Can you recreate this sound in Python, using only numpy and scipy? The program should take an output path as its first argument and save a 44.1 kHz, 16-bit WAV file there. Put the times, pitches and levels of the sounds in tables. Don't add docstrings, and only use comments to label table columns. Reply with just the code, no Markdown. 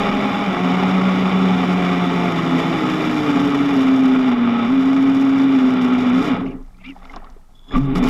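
import sys
import numpy as np
from scipy import signal
from scipy.fft import rfft, irfft, next_fast_len
from scipy.io import wavfile
from scipy.ndimage import uniform_filter1d

SR = 44100
rng = np.random.default_rng(int(sys.argv[2]) if len(sys.argv) > 2 else 0)


def rack_gain(trim_db):
    fader = np.asarray(trim_db, float)
    return 10 ** (fader / 20)


def waveform_to_disk(signal):
    frames = np.transpose(np.atleast_2d(signal))
    scaled = np.clip(frames, -1, 1) * 32767
    samples = np.round(scaled).astype(np.int16)
    wavfile.write(sys.argv[1], SR, samples)


N = 356769
TIME = np.arange(N) / SR
POWER_OFF_S = 6.29


def evened(x):
    return x / np.sqrt(np.mean(x ** 2) + 1e-20)


def columns(rows):
    s, *values = np.transpose(rows)
    return [np.interp(TIME, s, v) for v in values]


def read(points, hz):
    f, value = np.transpose(points)
    return np.interp(np.log(hz + 1), np.log(f + 1), value)


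def band(x, lo_hz, hi_hz):
    return signal.sosfilt(signal.butter(4, [lo_hz, hi_hz], "band", fs=SR, output="sos"), x)


def drift(top_hz):
    size = next_fast_len(N)
    hz = np.fft.rfftfreq(size, 1 / SR)
    gentle = 1 / np.sqrt(1 + (hz / top_hz) ** 2)
    steep = 1 / (1 + (hz / (4 * top_hz)) ** 4)
    noise = rfft(rng.standard_normal(size))
    return evened(irfft(noise * gentle * steep, size)[:N])


def colour(x, gain):
    log_gain = np.log(gain(abs(np.fft.fftfreq(16384, 1 / SR))) + 1e-5)
    taps = np.fft.ifft(np.exp(np.conj(signal.hilbert(log_gain)))).real[:4096]
    return signal.oaconvolve(x, taps)[:N]


def bump(s, width_s):
    return np.exp(-.5 * ((TIME - s) / width_s) ** 2)


# (time [s], new shaft speed [Hz], creep after it [Hz/s])
THROTTLE = [(0, 204.5, 0), (.485, 177.6, 24), (0.899, 187.3, 0), (1.45, 185.4, -12), (2.301, 168.9, -5),
            (2.751, 156.6, -3), (3.1, 152.7, -22), (3.3, 141.2, 0), (3.75, 133.3, -8), (4.29, 121.6, -16),
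            (4.699, 135.7, -19), (4.83, 132, 24.5), (4.97, 134.8, 1), (5.571, 129.8, -8.5),
            (5.792, 125.3, -1)]
# (time [s], shaft speed [Hz], load [dB])
STOP = [
    (6.12, 122.8, 2.5),
    (6.213, 134.8, 0.5),
    (6.225, 146.1, -16),
    (6.26, 154, -1),
    (6.295, 143.5, -1.5),
    (6.325, 127.9, 1.5),
    (6.36, 97.47, -7),
    (6.5, 59.2, -28),
]
# (time [s], shaft speed [Hz], load [dB])
START = [
    (7.68, 60.5, -34.5),
    (7.75, 119.5, -12.5),
    (7.78, 126.3, 2.5),
    (7.82, 141.7, -6.5),
    (7.87, 136.6, -9),
    (7.925, 132, -3),
    (7.96, 171.6, -5.5),
    (8.03, 199.2, -7),
    (8.09, 211.6, -8),
]
# (time [s], level [dB])
SLIPS = [
    (4.359, -8.5),
    (4.589, -3.5),
    (5.601, -5),
]
SETTLE_S, SLIP_S = .07, 0.0083


def shaft():
    s, hz, creep = np.transpose(THROTTLE)
    k = np.searchsorted(s, TIME, "right") - 1
    running_hz = uniform_filter1d(hz[k] + creep[k] * (TIME - s[k]), round(SETTLE_S * SR))
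    late_hz, late_db = columns(STOP + START)
    late = np.clip((TIME - STOP[0][0]) / SETTLE_S + 1, 0, 1)
    slip_db = sum(db * bump(at, SLIP_S) for at, db in SLIPS)
    return running_hz + late * (late_hz - running_hz), late * late_db + slip_db


def shaft_turns(hz):
    return np.cumsum(hz * (1 + .004 * drift(15))) / SR


# (frequency [Hz], width [Hz], level [dB])
HULL = [(132, 65, -12), (186, 23.4, -1.5), (262, 48, 0.5), (392.6, 63, -10.5), (442.3, 47, -14.5),
        (558, 18, -24), (692, 89, -16), (830.4, 98, -12), (1140, 200, -14), (1272, 88, -12),
        (1382, 110, -16.5), (1954, 150, -22), (2350, 560, -19), (2960, 260, -26.5), (3508, 160, -22),
        (3725, 390, -33.5), (4890, 240, -39.5), (5370, 720, -38.5), (6700, 950, -47.5), (8500, 400, -52.5),
        (11260, 1400, -54), (13700, 1400, -59)]
# (frequency [Hz], level [dB])
BETWEEN = [(40, -52.5), (100, -33.5), (210, -29.5), (600, -19.5), (1700, -25), (3300, -31), (4310, -38.5),
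           (8300, -55.5), (15500, -84.5)]
# (frequency [Hz], width [Hz], level [dB])
NOTCHES = [(187, 5.8, 1.5), (795, 12, -5.5), (1480, 71, 0), (2557, 87, -15.5), (4307, 234, -15.5),
           (5080, 88, -9), (7830, 600, -1.5), (8500, 300, -12.5), (9400, 800, -1), (13000, 350, -8),
           (14600, 400, -9)]


def hull(hz):
    modes = sum(rack_gain(db) ** 2 / (1 + (2 * (hz - f) / width) ** 2) ** 2 for f, width, db in HULL)
    dips_db = sum(db / (1 + (2 * (hz - f) / width) ** 2) for f, width, db in NOTCHES)
    return np.sqrt(modes + rack_gain(read(BETWEEN, hz)) ** 2) * rack_gain(dips_db)


# (frequency [Hz], level [dB])
UNBALANCE = [(95, -29), (130, -41), (145, -33), (158, -31.5), (170, -23), (180, -19.5), (188, -17),
             (202, -24.5)]
BLADES = [(190, -34), (235, -16), (255, -14), (270, -13.5), (282, -17.5), (312, -23), (345, -30),
          (400, -40.5)]
FOURTH = [(470, -38), (530, -48), (620, -50), (680, -37), (720, -31), (750, -35), (805, -31)]
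SIXTH = [(760, -46), (900, -47.5), (1040, -47), (1110, -40), (1130, -35), (1230, -41)]
# (multiple of the shaft speed, level [dB])
WEAK_ORDERS = [(3, 0), (5, -4.5), (8, -9), (11, -2.5), (12, -2.5), (13, -6)]


def motor(hz, load_db, turns, churn_db):
    strong = 0
    for k, deck, waver_db in [(1, UNBALANCE, 1.0), (2, BLADES, .7), (4, FOURTH, 1.2), (6, SIXTH, 1.5)]:
        level_db = read(deck, k * hz) + load_db + waver_db * drift(5) + .9 * drift(25)
        strong = strong + rack_gain(level_db) * np.cos(2 * np.pi * k * turns)
    weak = 0
    for k, db in WEAK_ORDERS:
        weak = weak + rack_gain(db + 2.6 * drift(3.3)) * np.cos(2 * np.pi * (k * turns + rng.random()))
    turning = np.clip(hz / 40 - 1.6, 0, 1)
    return np.sqrt(2) * strong + rack_gain(churn_db + 6.5) * turning * colour(weak, hull)


def surge_db(s, db, rise_s, hold_s, fall_s):
    return db - 20 * np.maximum(np.maximum((s - TIME) / rise_s, (TIME - s - hold_s) / fall_s), 0)


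def power_sum_db(levels_db):
    return 10 * np.log10(sum(rack_gain(db) ** 2 for db in levels_db) + 1e-20)


# (time [s], churn [dB], spray thrown up [dB])
WAKE = [(0, -22, 0), (.45, -25, 1.5), (.91, -23.6, 0.4), (1.91, -24, 2), (2.91, -24.5, 4.5),
        (3.26, -24.5, 5.5), (4.05, -26.5, 2.5), (4.4, -27, -7.5), (4.64, -26, -6.5), (4.72, -28.5, 0),
        (5.17, -29, 2.5), (5.6, -27.5, 0), (5.95, -26.5, 6.5), (6.24, -27, 8.5), (6.31, -23, 1)]
# (time [s], level [dB])
LULLS = [
    (5.48, -5.5),
    (5.79, -8),
    (5.92, -10),
    (6.03, -8.5),
    (6.13, -11),
]
# (time [s], churn [dB], rise [s], fall [s], spray [dB])
LAPS = [
    (6.897, -56, 0.13, .07, 21),
    (6.962, -53, 0.012, 0.48, 5.5),
    (7.114, -47, 0.42, .1, 9.5),
    (7.169, -40, 0.11, 0.059, -7.5),
    (7.252, -46.5, 0.24, 0.19, -16),
    (7.754, -24, 0.043, 0.047, -19.5),
    (7.985, -31.5, 0.22, 0.019, -19.5),
]
# (time [s], churn [dB], hold [s], spray [dB])
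BITES = [
    (7.761, -43, .3, -20),
    (7.763, -38, .025, 17),
    (7.789, -42.5, .07, 8),
    (7.954, -33.5, .032, 19),
    (7.99, -31, .1, -19.5),
    (8.028, -28.5, .07, 12.5),
]
LULL_S, BITE_RISE_S, BITE_FALL_S, DRUM_HOLD_S = 0.038, 0.0053, .015, 0.27
FLICKER_DB, FLICKER_FROM_S = 2.2, 3.0
FIZZ_DB, FIZZ_SHARE, SPRAY_DB, DRUM_DB, DRUM_SHARE = -24.5, 0.65, -38.5, -1.13, 0.165
FADE_DB_PER_S, SPRAY_FADE_DB_PER_S = 98.5, 151.5
STILL_DB, LAP_DRUM_DB, BITE_DRUM_DB = -64.5, -6, 4.5


def wake():
    churn_db, thrown_db = columns(WAKE)
    after = np.maximum(TIME - POWER_OFF_S, 0)
    wet_db = thrown_db + sum(db * bump(s, LULL_S) for s, db in LULLS)
    wet_db = wet_db - np.minimum(SPRAY_FADE_DB_PER_S * after, 14)
    wet_db = wet_db + FLICKER_DB * np.clip(TIME - FLICKER_FROM_S, 0, 1) * drift(30)
    drum_db = churn_db + DRUM_DB + DRUM_SHARE * thrown_db + 0.3 * drift(6.0) - 10 * (after / DRUM_HOLD_S) ** 4

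    events = [(STILL_DB, 10)]
    events += [(surge_db(s, db, rise, 0, fall), wet) for s, db, rise, fall, wet in LAPS]
    events += [(surge_db(s, db, BITE_RISE_S, hold, BITE_FALL_S), wet) for s, db, hold, wet in BITES]
    parts = [(churn_db - FADE_DB_PER_S * after, wet_db)] + events

    churn = power_sum_db([db for db, wet in parts])
    event_drum_db = np.where(TIME > START[0][0], BITE_DRUM_DB, LAP_DRUM_DB)
    drum = power_sum_db([drum_db, power_sum_db([db for db, wet in events]) + event_drum_db])
    fizz = power_sum_db([db + FIZZ_DB + FIZZ_SHARE * wet for db, wet in parts])
    spray = power_sum_db([db + SPRAY_DB + wet for db, wet in parts])
    return churn, fizz - churn, drum, spray - churn


def bubbles(count=24):
    size = (rng.random(N) < 850 / SR) * rack_gain(4.2 * np.minimum(rng.exponential(1, N), 4))
    kind, t = rng.integers(0, count, N), np.arange(900) / SR
    gurgle = 0
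    for k, hz in enumerate(np.geomspace(650, 3000, count)):
        ring = np.sin(2 * np.pi * hz * t * (1 + 2.4 * t)) * np.exp(-t * hz / 5)
        ring = ring * np.minimum(t / 0.00077, 1) * (hz / 500) ** -.6
        gurgle = gurgle + signal.oaconvolve(size * (kind == k), ring)[:N]
    return evened(gurgle)


def water(hz, turns, churn_db, fizz_db, drum_db, spray_db):
    pace = hz / 190
    rush = rng.standard_normal(N) * rack_gain(0.53 * drift(8.2) + 2.0 * drift(230))
    crowd = pace ** 1.8 * rack_gain(3.2 * drift(12))
    on_blade = np.maximum(1 + .7 * np.cos(4 * np.pi * turns) + .25 * np.cos(2 * np.pi * turns), 0)
    tick_now = rng.random(N) < 1800 / SR * crowd * on_blade
    ticks = tick_now * rng.standard_normal(N) * rack_gain(1.74 * np.minimum(rng.exponential(1, N), 5))
    rush = colour(evened(rush), hull)
    ticks = colour(evened(ticks / pace), hull)

    def part(lo_hz, hi_hz, fast, slow):
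        share = np.clip(slow + (fast - slow) * pace, 0, .9) * np.clip(3 * pace - .6, 0, 1)
        steady = np.sqrt(1 - share) * evened(band(rush, lo_hz, hi_hz))
        return steady + np.sqrt(share) * evened(band(ticks, lo_hz, hi_hz))

    resting = np.clip(2.3 - 4.5 * pace, 0, .88)
    gurgle = evened(bubbles() + .55 * part(500, 2300, .1, .3))
    churn = np.sqrt(1 - resting) * part(500, 4260, 0.13, 0.28) + np.sqrt(resting) * gurgle
    drum = rack_gain(drum_db + 2.0) * part(90.5, 489, 0.14, 0.085)
    fizz = rack_gain(fizz_db + 0.9) * part(4210, 8280, 0.3, 1.25)
    spray = rack_gain(spray_db + 0.4) * part(8200, 16000, 0.35, 1.8)
    return drum + rack_gain(churn_db - 0.8) * churn + rack_gain(churn_db) * (fizz + spray)


# (time [s], peak level [dB], bubble pitch [Hz], tick level over the ring [dB])
SLAPS = [(.179, -17, 810, 37), (.509, -20, 1280, 37), (0.834, -9, 807, 46), (4.467, -19, 1250, 41),
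         (4.645, -21, 1380, 37), (5.981, -18.5, 700, 46), (6.662, -49.5, 650, 42), (6.745, -49, 2310, 33.5),
         (6.785, -44.5, 1340, 40.5), (6.813, -45, 2320, 33), (7.023, -36.5, 1130, 36.5),
         (7.043, -38.5, 2100, 34), (7.394, -50.5, 826, 34), (7.687, -48, 2820, 40.5),
         (6.963, -27.5, 796, 32), (7.031, -37, 605, 44.5), (7.054, -34, 1350, 51.5),
         (7.096, -28.5, 2085, 40.5), (7.117, -43.5, 1158, 41), (7.137, -27, 1160, 42),
         (7.162, -26, 716, 32), (7.164, -23.5, 1070, 33), (7.169, -27.5, 253, 29.5), (7.221, -37, 820, 30),
         (7.242, -31.5, 1080, 28), (7.27, -34, 1290, 33), (7.364, -34, 402, 28), (7.708, -33, 1690, 40),
         (7.756, -9.5, 1148, 33.5), (7.958, -15.5, 1233, 43.5)]
SLAP_T60_S, PUFF_DB, PUFF_T60_S = .036, -21, 0.037


def slaps():
    rings, ticks, t = np.zeros(N + SR), np.zeros(N + SR), np.arange(SR // 5) / SR
    for s, db, hz, tick_db in SLAPS:
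        at = round(s * SR)
        ring = np.sin(2 * np.pi * hz * t * (1 + 1.0 * t)) * np.minimum(t / 0.002, 1)
        rings[at:at + len(t)] += rack_gain(db - 60 * t / SLAP_T60_S) * ring
        ticks[at] += rack_gain(db + tick_db)
        puff = rack_gain(db + tick_db + PUFF_DB - 60 * t / PUFF_T60_S) * rng.standard_normal(len(t))
        ticks[at:at + len(t)] += puff
    return rings[:N] + band(colour(np.diff(ticks), hull), 350, 5200)


# (time [s], peak level [dB])
SPITS = [(3.4197, -37), (3.4731, -35.5), (3.5029, -37.5), (3.6066, -38.5), (3.6571, -35), (3.7647, -37),
         (3.9611, -38), (4.045, -42), (4.079, -38), (4.1088, -42.5), (4.1371, -41), (4.1539, -41.5),
         (4.1982, -41.5), (4.2963, -45), (4.3173, -42.5), (4.4111, -48.5), (4.4549, -46), (4.5795, -43.5),
         (4.6777, -47), (4.7016, -44), (4.8208, -45), (4.8566, -43.5), (4.9445, -39.5), (4.9688, -43),
         (5.0264, -44), (5.0751, -43.5), (5.1156, -46.5), (5.1664, -38.5), (5.2105, -46), (5.2245, -38.5),
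         (5.2492, -38), (5.2772, -43), (5.3004, -41.5), (5.3837, -42.5), (5.399, -42.5), (5.434, -40),
         (5.5075, -45), (5.5422, -43.5), (5.5594, -41.5), (5.629, -40.5), (5.654, -47.5), (5.667, -40.5),
         (5.7004, -43.5), (5.7433, -47.5), (5.8217, -40.5), (5.8479, -41.5), (5.9374, -38), (6.0317, -41.5),
         (6.067, -41.5), (6.0966, -38.5), (6.1307, -46.5), (6.144, -43.5), (6.1591, -41.5), (6.1848, -40),
         (6.2075, -37.5), (6.2246, -37.5)]
SPIT_DB, SPIT_T60_S, SPIT_LO_HZ = -2.5, .025, 4600


def spits():
    starts, t = np.zeros(N), np.arange(SR // 20) / SR
    s, db = np.transpose(SPITS)
    starts[np.round(s * SR).astype(int)] = rack_gain(db + SPIT_DB)
    shape = signal.oaconvolve(starts, rack_gain(-60 * t / SPIT_T60_S))[:N]
    noise = rng.standard_normal(N)
    scale = np.std(band(colour(noise, hull), 6000, 15000))
    return band(colour(shape * noise, hull), SPIT_LO_HZ, 16000) / scale / 2


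# (time [s], peak level [dB], centre frequency
# [Hz])
DROPS = [(6.627, -58, 5100), (6.663, -62, 4800), (6.68, -66, 5300), (6.77, -61, 3700), (6.955, -62, 5500),
         (7.957, -36, 4200), (7.99, -47, 6300), (8.04, -35, 5400), (7.3, -50, 4900), (7.12, -52.5, 4560),
         (7.05, -54, 3500), (7.138, -37, 1800), (7.161, -39, 4280), (7.244, -49, 3300), (7.323, -62, 4000),
         (6.988, -48, 2600), (9, -46, 11400), (8.086, -35, 13000), (8.086, -36, 6400), (8.086, -35.5, 4800)]
DROP_T60_S = 0.023


def drops():
    out, t = np.zeros(N + SR), np.arange(SR // 20) / SR
    for s, db, hz in DROPS:
        at = round(s * SR)
        snap = evened(band(rng.standard_normal(len(t)), hz / 1.4, hz * 1.4))
        out[at:at + len(t)] += rack_gain(db - 60 * t / DROP_T60_S) * snap
    return out[:N]


def tone(rows, parts, rough_db, wobble):
    hz, db = columns(rows)
    inside = (TIME > rows[0][0]) * (TIME < rows[-1][0])
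    turns = np.cumsum(hz * (1 + wobble * drift(280))) / SR
    partials = sum(rack_gain(d) * np.sqrt(2) * np.sin(2 * np.pi * k * turns) for k, d in parts)
    return inside * rack_gain(db + rough_db * drift(120)) * partials


# (time [s], frequency [Hz], level
# [dB], rise [s], fall [s])
RINGS = [(0.531, 183, -18, 0.034, 0.13), (7.77, 180, -17, .03, .03), (2.55, 258, -19.5, 0.15, 0.13),
         (3.09, 242.3, -17, 0.063, 0.09), (6.459, 270, -24, 0.042, 0.068), (6.615, 261, -36, 0.031, 0.037),
         (6.88, 186, -44.5, 0.23, 0.21), (7.75, 1172, -24.5, 0.023, 0.066), (7.83, 138, -17, 0.071, 0.19),
         (7.885, 1149, -32, 0.03, .03), (7.93, 402, -30, 0.14, 0.05), (7.972, 185, -16.5, 0.024, .05),
         (7.978, 250, -15, .02, .015), (8.05, 410, -24, 0.027, .04), (8.031, 250, -12.5, 0.05, .03)]


def panel_rings():
    out = 0
    for s, hz, db, rise, fall in RINGS:
        rows = [(s - 2 * rise, hz, db - 39.0), (s, hz, db), (s + 2 * fall, hz, db - 40.5)]
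        out = out + tone(rows, [(1, 0)], rough_db=1.2, wobble=.02)
    return out


# (time [s], frequency [Hz], level [dB])
BEAT = [
    (.7, 80, -62),
    (.9, 80.8, -48),
    (1.6, 78.9, -43.5),
    (2.2, 79, -50),
    (2.75, 82.5, -64),
]


def low_tone():
    return tone(BEAT, [(1, 0)], rough_db=2.5, wobble=.06)


# (time [s], frequency [Hz], level [dB])
WHINE = [
    (7.535, 3410, -74),
    (7.55, 3410, -61),
    (7.62, 3410, -65),
    (7.68, 3410, -61),
    (7.69, 3410, -52),
    (7.74, 3410, -42),
    (7.755, 3410, -60),
]
# (multiple, level [dB])
WHINE_PARTS = [(1, 0), (1.5, -18), (2, -22)]
# (time [s], frequency [Hz], level [dB])
SWITCHING = [
    (0, 5746, -72),
    (6.3, 5746, -70),
    (6.35, 5746, -90),
]


def controller():
    stalled = tone(WHINE, WHINE_PARTS, rough_db=5.0, wobble=.012)
    return stalled + tone(SWITCHING, [(1, 0)], rough_db=2.0, wobble=.001)


# (time [s], frequency [Hz], level [dB])
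WHIR = [
    (6.78, 1950, -68),
    (6.815, 2250, -58),
    (6.835, 1980, -60),
    (6.845, 2120, -43),
    (6.862, 2370, -46),
    (6.88, 2400, -50),
    (6.905, 2330, -47),
    (6.925, 1980, -60),
    (6.94, 1950, -68),
]
# (multiple, level [dB], pitch wobble [fraction])
GEAR_PARTS = [(.58, -10, .05), (1, 0, .032), (1.2, -4, .032), (1.5, -16, .08), (2.15, -21, .1)]
# (shift [s], level [dB], roughness [factor])
STEERS = [
    (-.385, -5, 1.6),
    (0, 1.5, 1.0),
]
# (time [s], frequency [Hz], level [dB])
WHIR_HUM = [
    (6.84, 262, -59),
    (6.87, 253, -36.5),
    (6.9, 280, -33),
    (6.93, 266, -39),
    (6.96, 262, -66),
]


def rudder_gear():
    out = tone(WHIR_HUM, [(1, 0)], rough_db=1.2, wobble=.02)
    for shift, by_db, rough in STEERS:
        rows = [(s + shift, hz, db + by_db) for s, hz, db in WHIR]
        for k, db, wobble in GEAR_PARTS:
            out = out + tone(rows, [(k, db)], rough_db=5.0, wobble=wobble * rough)
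    return out


LURCH_S, LURCH_HZ, LURCH_DB, LURCH_RISE_S, LURCH_T60_S = 7.735, 24, -7, .02, .36


def lurch():
    t = np.maximum(TIME - LURCH_S, 0)
    swing = np.minimum(t / LURCH_RISE_S, 1) * np.sin(2 * np.pi * LURCH_HZ * t)
    return rack_gain(LURCH_DB - 60 * t / LURCH_T60_S) * swing


# (time [s], level [dB])
SWELL = [(0, -37), (.3, -55.5), (6, -50.5), (6.3, -48), (6.6, -35), (6.9, -45), (7.25, -34), (7.6, -44.5),
         (7.72, -43), (7.81, -38), (7.9, -25), (8.09, -26)]


def swell():
    turns = np.cumsum(23 + 2 * drift(2)) / SR
    heave = np.sin(2 * np.pi * turns) * rack_gain(4 + 2.5 * drift(3))
    rumble = evened(band(rng.standard_normal(N), 20, 48))
    return rack_gain(columns(SWELL)[0]) * (heave + np.where(TIME < POWER_OFF_S, 1.3, .3) * rumble)


# (frequency [Hz], level per Hz [dB])
FLOOR = [(40, -11), (100, -6), (200, -5), (300, -14), (600, -28), (4000, -31), (8000, -32), (15500, -38)]
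FLOOR_DB = -59


def noise_floor():
    return rack_gain(FLOOR_DB) * evened(colour(rng.standard_normal(N), lambda hz: rack_gain(read(FLOOR, hz))))


def scene():
    hz, load_db = shaft()
    turns = shaft_turns(hz)
    wake_levels = wake()
    mix = motor(hz, load_db, turns, wake_levels[0]) + water(hz, turns, *wake_levels)
    mix = mix + slaps() + spits() + drops()
    mix = mix + panel_rings() + low_tone() + controller() + rudder_gear()
    mix = mix + lurch() + swell() + noise_floor()
    return mix[None]


def top_cut(x):
    return signal.sosfilt(signal.butter(12, 15270, fs=SR, output="sos"), x)


def record(dry):
    mix = np.tanh(dry / 1.3) * 1.3
    return top_cut(mix)


dry = scene()
out = record(dry)
waveform_to_disk(out)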